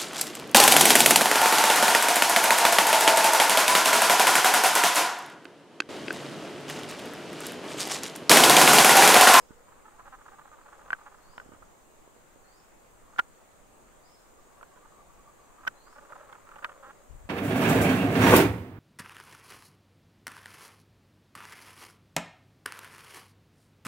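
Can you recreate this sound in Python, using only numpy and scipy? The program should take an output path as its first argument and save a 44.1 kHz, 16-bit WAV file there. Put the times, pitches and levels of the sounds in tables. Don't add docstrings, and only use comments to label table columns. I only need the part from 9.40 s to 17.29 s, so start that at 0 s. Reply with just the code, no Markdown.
import sys
import numpy as np
from scipy import signal
from scipy.io import wavfile
from scipy.ndimage import uniform_filter1d

SR = 44100
rng = np.random.default_rng(int(sys.argv[2]) if len(sys.argv) > 2 else 0)


def to_wav(sig):
    pcm = np.clip(np.atleast_2d(sig), -1, 1) * 32767
    pcm = np.round(pcm).astype(np.int16)
    wavfile.write(sys.argv[1], SR, pcm.T)


def attenuation_scalar(level_db):
    decades = np.asarray(level_db, float) / 20
    return 10 ** decades


N = 347949

# freq_hz, density_db_per_hz
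HUSH_SPECTRUM = [(12, 7.5), (25, 6.5), (50, -2.5), (150, -6), (500, -2.5), (1200, -6.5), (1400, -9.5),
                 (3000, -20), (5500, -25.5), (6450, -19), (8200, -17), (10300, -26), (14000, -25.5),
                 (16500, -24)]
# freq_hz, correlation
HUSH_LIKENESS = [(60, 0.196), (180, 0.152), (550, 0.168), (1650, 0.11), (4970, 0.12), (15000, -0.042)]
# freq_hz, level_db
INSECT_BANDS = [(6460, -99), (6632, -77), (6998, -90.5), (7138, -77.5), (7671, -77.5), (8269, -101.5)]
# start_s, length_s, from_hz, to_hz, level_db
BIRD_GLIDES = [(0, .03, 4834, 4900, -73), (0, 0.034, 5360, 5600, -75), (1.8, 0.108, 4208, 4750, -73),
               (1.889, 0.094, 4713, 5520, -73), (3.031, 0.12, 4206, 4850, -74),
               (3.134, .07, 4820, 5580, -73), (4.628, 0.039, 4390, 5120, -71),
               (4.658, 0.091, 5072, 5310, -70), (4.738, .03, 5240, 3800, -72),
               (6.342, .045, 4080, 4050, -72), (6.379, 0.086, 4110, 4696, -72.5),
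               (6.455, 0.088, 4706, 5550, -74.5)]
# peak_s, rise_s, fall_s, level_db, left_minus_right_db
WIND_PUFFS = [
    (1.975, .03, .04, -67, -6),
    (2.13, 0.068, .04, -62.5, -16),
    (2.236, 0.032, .015, -63, 6),
    (7.716, 0.021, 0.037, -52, 19),
    (7.755, 0.015, 0.021, -46, 0),
    (7.793, .015, .02, -45, 2),
    (7.825, .012, 0.017, -48, 4),
    (7.855, 0.015, 0.028, -46, 7),
]
# freq_hz, density_db_per_hz
WIND_SPECTRUM = [(8.8, -30), (15, -2), (32, 6), (86, -3.5), (230, -27), (400, -38), (650, -61.5),
                 (1100, -120)]
# start_s, peak_db, pitch_hz
HOUSING_KNOCKS = [
    (0.107, -35.5, 254),
    (2.061, -42, 260),
    (2.091, -39.5, 282.9),
    (2.119, -41, 281.5),
    (2.136, -40.5, 300),
    (2.677, -41.5, 477),
    (2.764, -42, 500),
    (2.96, -42, 489),
    (5.365, -46, 500),
    (5.45, -50.5, 330),
]
# time_s, pressure_db, low_lean_db
RUB_PRESSURE = [(0, -79, 13), (.35, -60, -4.5), (.9, -61.5, -14.5), (1.5, -57.5, 0.5), (1.75, -62, -10),
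                (2.1, -64.5, 6), (2.3, -74, 3), (3.4, -79, -2), (3.7, -61, -7.5), (4.2, -71, 4),
                (4.95, -82, 8), (5.1, -64, -1.5), (6.15, -67, -3), (6.55, -60.5, -6), (6.74, -55, -5),
                (7.01, -57.5, -4), (7.36, -57, 4), (7.7, -72, 7.5)]
# peak_s, level_db, pitch_hz
DRAG_FLARES = [(1.3, -62, 570), (4.99, -64.5, 1155), (5.1, -69, 1120), (5.191, -60, 1140),
               (5.33, -63, 1134), (5.43, -60, 1165), (5.54, -60.5, 1154), (5.6, -57.5, 1140),
               (5.7, -63, 1150), (5.8, -61, 1140), (5.88, -56.5, 1165), (5.99, -62, 1137),
               (6.05, -69, 1150), (6.11, -63, 1150), (6.2, -58, 1155), (6.585, -59, 570), (6.635, -64, 580),
               (6.715, -52.5, 570), (6.76, -55.5, 570), (6.81, -52.5, 564), (6.845, -58, 560),
               (6.9, -58, 498), (7.43, -58, 549), (7.48, -58, 504), (.115, -63, 1490), (.125, -61, 450),
               (.165, -60, 480), (.215, -63, 470), (.24, -66, 600), (.54, -61, 834), (.61, -58, 1164),
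               (.945, -58, 1200), (6.735, -56, 1260), (7.14, -60, 1350)]
# freq_hz, width_hz, level_db, right_lead_rad
BODY_LOW_MODES = [(384.5, 337, -18, 0.98), (570, 77, -19, -0.11), (833, 271, -3, 0.82)]
BODY_HIGH_MODES = [(1007, 81, -9, 0.15), (1220, 208, -3, 0.72), (1494, 390, -7.5, 0.715),
                   (1817, 243, -11.5, 0.74), (2867, 1900, -22, 2.1)]
# start_s, forward_db, back_db, slip_rate_hz
LOAD_TREMORS = [(.451, -49.5, -51, 435), (.522, -60, -66, 169.7), (.783, -54, -49, 294),
                (.854, -49, -46, 292), (.984, -47.5, -49.5, 290), (1.048, -53.5, -50.5, 270),
                (1.181, -54.5, -52, 322), (1.254, -50.5, -48, 286), (1.384, -49.5, -47.5, 276),
                (1.452, -55, -47.5, 272), (1.583, -51.5, -49, 290), (1.714, -52, -50.5, 263),
                (1.779, -60.5, -73, 252), (1.85, -66, -61, 310), (2.115, -58, -57, 308.6),
                (6.179, -62, -55.5, 311.7), (6.497, -71, -54.5, 253), (6.557, -52, -49, 295),
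                  (6.62, -55.5, -50, 287), (6.692, -52, -47.5, 305.1), (6.754, -50, -54, 269),
                  (6.826, -56, -53, 289), (6.889, -49.5, -62.5, 270), (6.947, -50, -68, 210.5),
                  (7.024, -77, -65, 400), (7.087, -60, -47.5, 305.7), (7.157, -51, -45, 294),
                  (7.221, -44.5, -40, 304.6), (7.288, -45, -47.5, 364.4), (7.354, -61, -65.5, 349.3)]
# start_s, length_s,
# level_db, slip_rate_hz, low_minus_high_db
LONE_CREAKS = [(0.107, 0.0098, -55, 227.26, -8), (0.282, .0074, -57, 340, 2.5),
               (0.321, .0077, -49.5, 440, 2), (.583, 0.028, -54, 333, -1), (0.652, .0336, -49.5, 274, 1),
               (0.721, 0.0322, -47.5, 260, -1.5), (0.915, 0.0321, -52, 385, -1),
               (1.121, 0.026, -52.5, 304, -5.5), (1.321, 0.0238, -50.5, 270, -5),
               (1.658, 0.024, -46.5, 275, -2.5), (1.932, 0.0046, -52, 340, 3),
               (2.011, 0.0041, -50.5, 373, 1.5), (3.73, 0.00752, -55, 318, -1),
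               (5.358, .0214, -57, 490, -7.5), (5.451, 0.0097, -55, 310, 1),
               (6.231, 0.0081, -44.5, 272.7, -6), (6.465, 0.015, -50.5, 275, -13),
               (6.792, 0.0315, -51.5, 270, -5), (7.066, .0064, -49.5, 269, -11),
               (7.131, .0166, -55, 290, -6.5), (7.425, 0.0886, -48.5, 270, -6)]
# start_s, peak_db, pitch_hz
SPLINTER_PINGS = [(1.5045, -41, 2950), (1.53, -38, 2950), (1.98, -37, 2950), (3.785, -36, 2900),
                  (3.7927, -33, 2950), (1.534, -40, 2750), (3.7955, -36, 2450), (6.2718, -33.5, 2950),
                  (6.278, -39, 2700), (6.5577, -54.5, 2300), (6.7234, -56, 2400), (6.9273, -48, 3200),
                  (6.9523, -54, 2500), (7.0725, -54, 2300), (7.09, -50, 2400), (7.1124, -51, 2400),
                  (7.1588, -47, 2800), (7.1865, -53, 3200), (7.2265, -49, 2700), (7.2453, -28, 2950),
                  (7.2955, -49, 2800), (7.3195, -53, 3100), (1.5308, -29, 1830), (3.791, -26, 1840),
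                  (3.7945, -27, 1830), (3.7935, -41, 4000), (3.793, -43, 4900), (3.7932, -42, 5630),
                  (5.229, -52, 3300), (6.2775, -42, 5650), (6.2785, -44, 3790), (6.278, -49, 8300),
                  (6.2745, -31, 1210), (7.2458, -33, 2300), (7.246, -43, 4000), (6.929, -46, 2100)]
# freq_hz, left_db, right_db, t60_s, right_lead_rad
WOOD_MODES = [(640, -25, -26.5, 0.025, -0.5), (843, -31.5, -30, 0.02, -2), (1015, -10.5, -6, 0.015, 3.5),
              (1230, -17, -23, 0.029, -0.7), (1484, 2.5, 1.5, 0.024, 1.2), (1827, -3.5, -12.5, 0.0244, 2.5),
              (2057, -11.5, -13.5, 0.022, 3), (2450, -18, -8.5, 0.0093, 6),
              (2950, -10, -15.5, 0.01345, -0.4), (3454, -20, -26, 0.013, 3), (3870, -33, -31, 0.013, 5.5),
              (4900, -23.5, -33, 0.01, 5), (5630, -29.5, -26, 0.0128, 1.8)]
# start_s, peak_db, pitch_factor, brightness_db_per_octave, rise_ms
SNAP_FIBRES = [(1.5046, -22, 1.012, -3.5, 0.483), (1.5203, -31, 0.796, 2, 1.1), (1.528, -29, 0.84, 4, 1.4),
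               (1.5306, -17.5, 1.038, -3, 0.716), (1.535, -27, 1.03, -1, 0.53),
               (1.98, -32.5, 0.963, -2, 0.3), (1.9996, -32.5, 1.01, -6, 0.46),
               (3.785, -25.5, 1.12, 3.5, 0.46), (3.7871, -26.5, 0.64, 0, 0.49),
               (3.7901, -12, 1.001, -0.5, 1.0), (3.7929, -11, 1.002, -2.5, 0.58),
               (3.7951, -12.5, 1.003, -1.5, 0.374), (3.8, -22, 0.97, -5, 0.72),
               (6.2502, -34, 0.83, -2, 1.14), (6.2673, -32, 0.86, -8, 0.82), (6.2744, -16, 1.02, 2, 1.3),
               (6.2777, -15.5, 1.03, 3.5, 0.71), (6.285, -33.5, 0.92, -11, 0.79),
               (7.24, -32, 0.96, -2.5, 1.3), (7.245, -21, 1.085, -1, 0.3), (7.2466, -24.5, 0.83, 3.5, 0.29),
               (7.2489, -27, 0.976, 2.5, 1.2), (7.2534, -29.5, 1.01, -6, 1.2), (7.2627, -37, .92, -8, 1.2)]
# start_s, peak_db, pitch_factor, brightness_db_per_octave
TICK_FIBRES = [(1.548, -41, 0.9, -7), (1.9794, -29, 0.66, -1), (2.2224, -43, 0.83, -7),
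               (2.2274, -42, 0.913, -14), (3.7617, -40, 0.9395, 0), (3.7789, -40.5, 0.99, -2.5),
               (5.211, -41.5, 0.894, -3), (5.2287, -35.5, 0.76, 2), (5.232, -40, 0.97, -6),
               (6.2705, -31, 1, 3), (6.7232, -35, .89, -7), (6.7325, -40, 0.96, -10),
               (6.926, -39, 0.641, 7), (6.9283, -35.5, 0.77, 1), (6.931, -38, 1, -4),
               (7.158, -39, 0.98, 0.5), (7.163, -38, 0.58, 2.5), (7.2259, -39.5, 1, 0.5),
               (7.229, -35, 0.85, -6), (2.049, -53, 0.89, -2), (2.082, -51, 0.887, -2), (2.12, -47, .9, 0),
               (2.135, -50, 1, 6), (2.148, -50, 0.93, -4), (6.557, -47.5, 1, 0), (6.5836, -45, 1, 0),
               (6.7543, -43, 0.93, -2), (6.8929, -46, 0.73, 0), (6.952, -44, 0.92, 0),
               (7.052, -50.5, 0.76, -4), (7.0725, -48.5, 0.91, 0), (7.09, -40.5, 0.92, 1),
               (7.1843, -43, 0.92, 0), (7.2935, -40, 0.92, 2), (7.3185, -46, 0.82, 2),
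               (0.8802, -41, 0.78, -3), (1.116, -45, .85, -3), (6.696, -44, .87, -5),
               (7.1165, -41, 0.88, -2), (7.189, -44, 1, 2), (.3275, -48, 0.65, -3), (.595, -42, 0.72, -3)]


def evened(x):
    return x / np.sqrt(np.mean(x ** 2) + 1e-20)


def read(points, hz):
    f, value = np.transpose(points)
    return np.interp(np.log(hz + 1), np.log(f + 1), value)


def add(mix, start_s, sound):
    part = mix[:, round(start_s * SR):][:, :sound.shape[-1]]
    part += sound[..., :part.shape[1]]


def sides(left_minus_right_db):
    return attenuation_scalar(np.array([[left_minus_right_db / 2], [-left_minus_right_db / 2]]))


def lowpass(x, hz, order):
    return signal.sosfilt(signal.butter(order, hz, fs=SR, output="sos"), x)


def resonate(x, hz, width_hz, lead_rad=0.):
    turn = np.exp(2j * np.pi * np.cumsum(hz * np.ones(x.shape[-1])) / SR)
    r = np.exp(-np.pi * width_hz / SR)
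    z = turn * signal.lfilter([1 - r], [1, -r], x / turn)
    return 2 * (z * np.exp(1j * np.array([[0], [lead_rad]]))).real


def resonate_twice(x, hz, width_hz, lead_rad):
    return resonate(resonate(x, hz, width_hz)[0], hz, width_hz, lead_rad)


def coloured(spectrum, likeness, patch_db):
    frames, hz = N // 1024 + 5, np.fft.rfftfreq(4096, 1 / SR)
    a, b, c, d, patches = rng.standard_normal((frames, 2049, 5)).T
    patches = uniform_filter1d(patches, size=40, axis=0)
    patches = evened(uniform_filter1d(patches, size=3, axis=1))
    same = np.clip(read(likeness, hz), -1, 1)[:, None]
    left = a + 1j * b
    right = same * left + np.sqrt(1 - same ** 2) * (c + 1j * d)
    z = np.array([left, right]) * attenuation_scalar(read(spectrum, hz)[:, None] + patch_db * patches)
    return evened(signal.istft(z, nperseg=4096, noverlap=3072)[1][:, :N])


def hush():
    return attenuation_scalar(-57) * coloured(HUSH_SPECTRUM, HUSH_LIKENESS, patch_db=1.26)


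def insects():
    out = np.zeros((2, N))
    for hz, level_db in INSECT_BANDS:
        out += attenuation_scalar(level_db) * evened(resonate(rng.standard_normal((2, N)), hz, width_hz=45))
    return out


def bird():
    bend, fade_db = 0.16, 1.5
    direct_db, echo_db, echo_t60_s = -6.5, 1, 0.55
    dry = np.zeros((2, N))
    for start_s, length_s, from_hz, to_hz, level_db in BIRD_GLIDES:
        u = np.linspace(0, 1, round(length_s * SR))
        hz = from_hz + (to_hz - from_hz) * (u - bend * np.sin(2 * np.pi * u) / (2 * np.pi))
        waver = evened(lowpass(rng.standard_normal(SR // 2), 94, order=2))[:len(u)]
        whistle = np.sin(2 * np.pi * np.cumsum(hz + 28 * waver) / SR)
        tone = np.sqrt(2) * (1 + 0.2 * waver) * whistle
        add(dry, start_s, attenuation_scalar(level_db + fade_db * u) * tone * signal.windows.tukey(len(u), 0.2))
    t = np.arange(SR // 2) / SR
    sparse = rng.random((2, len(t))) < 0.03
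    echoes = rng.standard_normal((2, len(t))) * sparse * attenuation_scalar(-60 * t / echo_t60_s)
    echoes /= np.linalg.norm(echoes[0])
    return attenuation_scalar(direct_db) * dry + attenuation_scalar(echo_db) * signal.fftconvolve(dry, echoes, axes=1)[:, :N]


def wind():
    flutter_db, flutter_hz = 2, 40
    air = coloured(WIND_SPECTRUM, [(20, 0.32), (500, 0.22)], patch_db=1.5)
    lumps = evened(lowpass(rng.standard_normal((2, N)), flutter_hz, order=2))
    air = evened(air * attenuation_scalar(flutter_db * lumps))
    out, t = np.zeros((2, N)), np.arange(N) / SR
    for peak_s, rise_s, fall_s, level_db, pan_db in WIND_PUFFS:
        puff = np.exp(-((t - peak_s) / np.where(t < peak_s, rise_s, fall_s)) ** 2)
        out += attenuation_scalar(level_db) * sides(pan_db) * puff * air
    return out


def knocks():
    out, t = np.zeros((2, N)), np.arange(2000) / SR
    for start_s, peak_db, hz in HOUSING_KNOCKS:
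        rise = 1 - np.exp(-t / 0.000483)
        thud = -np.sin(2 * np.pi * hz * t) * attenuation_scalar(peak_db - 60 * t * hz / 3.4)
        add(out, start_s, sides(-16) * thud * rise)
    return out


def rubbing():
    time_s, high_db, lean_db = np.transpose(RUB_PRESSURE)
    hums = [(high_db, 1160, 204, -8.5),  # pressure_db, freq_hz, width_hz, level_db
            (high_db + lean_db, 546, 185, -6),
            (high_db, 1020, 1020, -5.5)]
    t, out = np.arange(N) / SR, np.zeros((2, N))
    for pressure_db, hz, width_hz, level_db in hums:
        size = attenuation_scalar(3.2 * np.minimum(rng.exponential(1, N), 3))
        slipping = rng.random(N) < 500 / SR
        grit = size * slipping * rng.choice([-1, 1], N)
        hum = evened(resonate_twice(grit, hz, width_hz, 0.83))
        out += attenuation_scalar(np.interp(t, time_s, pressure_db) + level_db) * hum
    return out


def flares():
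    swell_s, width_hz = 0.0207, 75
    out, t = np.zeros((2, N)), np.arange(-0.1, 0.1, 1 / SR)
    swell = np.exp(-(t / swell_s) ** 2)
    for peak_s, level_db, hz in DRAG_FLARES:
        hum = resonate_twice(rng.standard_normal(len(t)), hz, width_hz, 0.654)
        add(out, peak_s + t[0], attenuation_scalar(level_db) * evened(hum * swell) * np.sqrt(np.mean(swell ** 2)))
    return out


def bursts():
    back_after_s, forward_s, back_s = 0.025, 0.013, 0.0094
    forward_low_db, back_low_db = 1, -4
    rows = list(LONE_CREAKS)
    for start_s, forward_db, back_db, rate_hz in LOAD_TREMORS:
        rows.append((start_s, forward_s, forward_db, rate_hz, forward_low_db))
        rows.append((start_s + back_after_s, back_s, back_db, rate_hz, back_low_db))
    return rows


def ring_body(slips, modes):
    lag_s_per_khz = 0.0012016
    out = np.zeros((2, N))
    for hz, width_hz, level_db, lead_rad in modes:
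        late = np.roll(slips, round(lag_s_per_khz * SR * hz / 1000))
        out += attenuation_scalar(level_db) * resonate_twice(late, hz, width_hz, lead_rad) / np.sqrt(width_hz / 2)
    return out


def creaks():
    creak_db, pan_db, jitter = 0.5, -4, 0.048
    spread_db = 2
    drive = np.zeros((2, N))
    for start_s, length_s, level_db, rate_hz, low_db in bursts():
        late, size = rng.standard_normal((2, 40))
        at_s = np.cumsum(1 + jitter * np.clip(late, -3, 3)) / rate_hz - 0.004
        outside_s = np.maximum(abs(at_s - length_s / 2) - length_s / 2 + 0.0064, 0)
        swell = np.exp(-(outside_s / 0.00731) ** 2)
        slips = attenuation_scalar(level_db + 2.25 * size) * swell / np.sqrt(rate_hz)
        balance = attenuation_scalar([[low_db + spread_db * late[-1]], [0]])
        index = np.round((start_s + at_s) * SR).astype(int)
        np.add.at(drive, (slice(None), index), balance * slips)
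    body = ring_body(drive[0], BODY_LOW_MODES) + ring_body(drive[1], BODY_HIGH_MODES)
    return attenuation_scalar(creak_db) * SR / np.sqrt(2 * np.pi) * sides(pan_db) * body


def pings():
    fade_cycles, rise_s, right_lead_rad = 42, 0.0006, 1.6
    out, t = np.zeros((2, N)), np.arange(900) / SR
    for start_s, peak_db, hz in SPLINTER_PINGS:
        ring = np.sin(2 * np.pi * hz * t + np.array([[0], [right_lead_rad]]))
        fade = attenuation_scalar(peak_db - 60 * t * hz / fade_cycles)
        add(out, start_s, fade * (1 - np.exp(-t / rise_s)) * ring)
    return out


def snaps():
    snap_pan_db, tick_pan_db, tick_rise_ms = -1.5, -5, 0.83
    crack_db, crack_t60_s, crack_hz = -21, 0.016, 8893
    shove_db, shove_s = -14, 0.0013
    fizz_db, fizz_rise_s, fizz_fall_s = -49, 0.02, 0.014
    left_ringing = 0.2
    breaks = [(*row, snap_pan_db) for row in SNAP_FIBRES]
    breaks += [(*row, tick_rise_ms, tick_pan_db) for row in TICK_FIBRES]
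    breaks.sort()
    gaps_s = np.diff([row[0] for row in breaks], append=np.inf)

    out, t = np.zeros((2, N)), np.arange(2600) / SR
    hz, left_db, right_db, t60_s, lead_rad = np.transpose(WOOD_MODES)[:, :, None]
    u = t / shove_s
    shove = attenuation_scalar(shove_db) * np.outer([-0.4, 1], u * (1 - u / 2) * np.exp(1 - u))
    fizz = np.exp(-((t - 0.03) / np.where(t < 0.03, fizz_rise_s, fizz_fall_s)) ** 2)
    for (start_s, peak_db, pitch, bright_db, rise_ms, pan_db), gap_s in zip(breaks, gaps_s):
        own = rng.standard_normal((len(WOOD_MODES), 1))
        tear = lowpass(rng.standard_normal((2, len(t))), crack_hz, order=1)
        level_db = bright_db * np.log2(hz / 1480) + 1.65 * own - 60 * t / t60_s
        turn = 2 * np.pi * hz * pitch * t
        left = (attenuation_scalar(left_db + level_db) * np.sin(turn)).sum(0)
        right = (attenuation_scalar(right_db + level_db) * np.sin(turn + lead_rad)).sum(0)
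        ring = np.array([left, right])
        crack = attenuation_scalar(crack_db + 0.92 * bright_db - 60 * t / crack_t60_s) * tear
        damped = left_ringing + (1 - left_ringing) * np.exp(-np.maximum(t - gap_s, 0) / 0.0004)
        rise = np.sin(np.pi / 2 * np.clip(t * 1000 / max(rise_ms, 0.05), 0, 1)) ** 2
        add(out, start_s - 0.03, attenuation_scalar(peak_db + fizz_db) * tear[:, ::-1] * fizz)
        add(out, start_s, attenuation_scalar(peak_db - 1.5) * sides(pan_db) * damped * rise * (ring + crack + shove))
    return out


def scene():
    background = hush() + insects() + bird() + wind() + knocks()
    return background + rubbing() + flares() + creaks() + pings() + snaps()


def band_limit(x):
    return signal.sosfilt(signal.butter(12, 16410, fs=SR, output="sos"), x)


def record(dry):
    edge = signal.firwin(511, 15760, window=("kaiser", 6), fs=SR)
    mix = signal.oaconvolve(dry, edge[None], "same")
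    return band_limit(mix)


dry = scene()
out = record(dry)
to_wav(out)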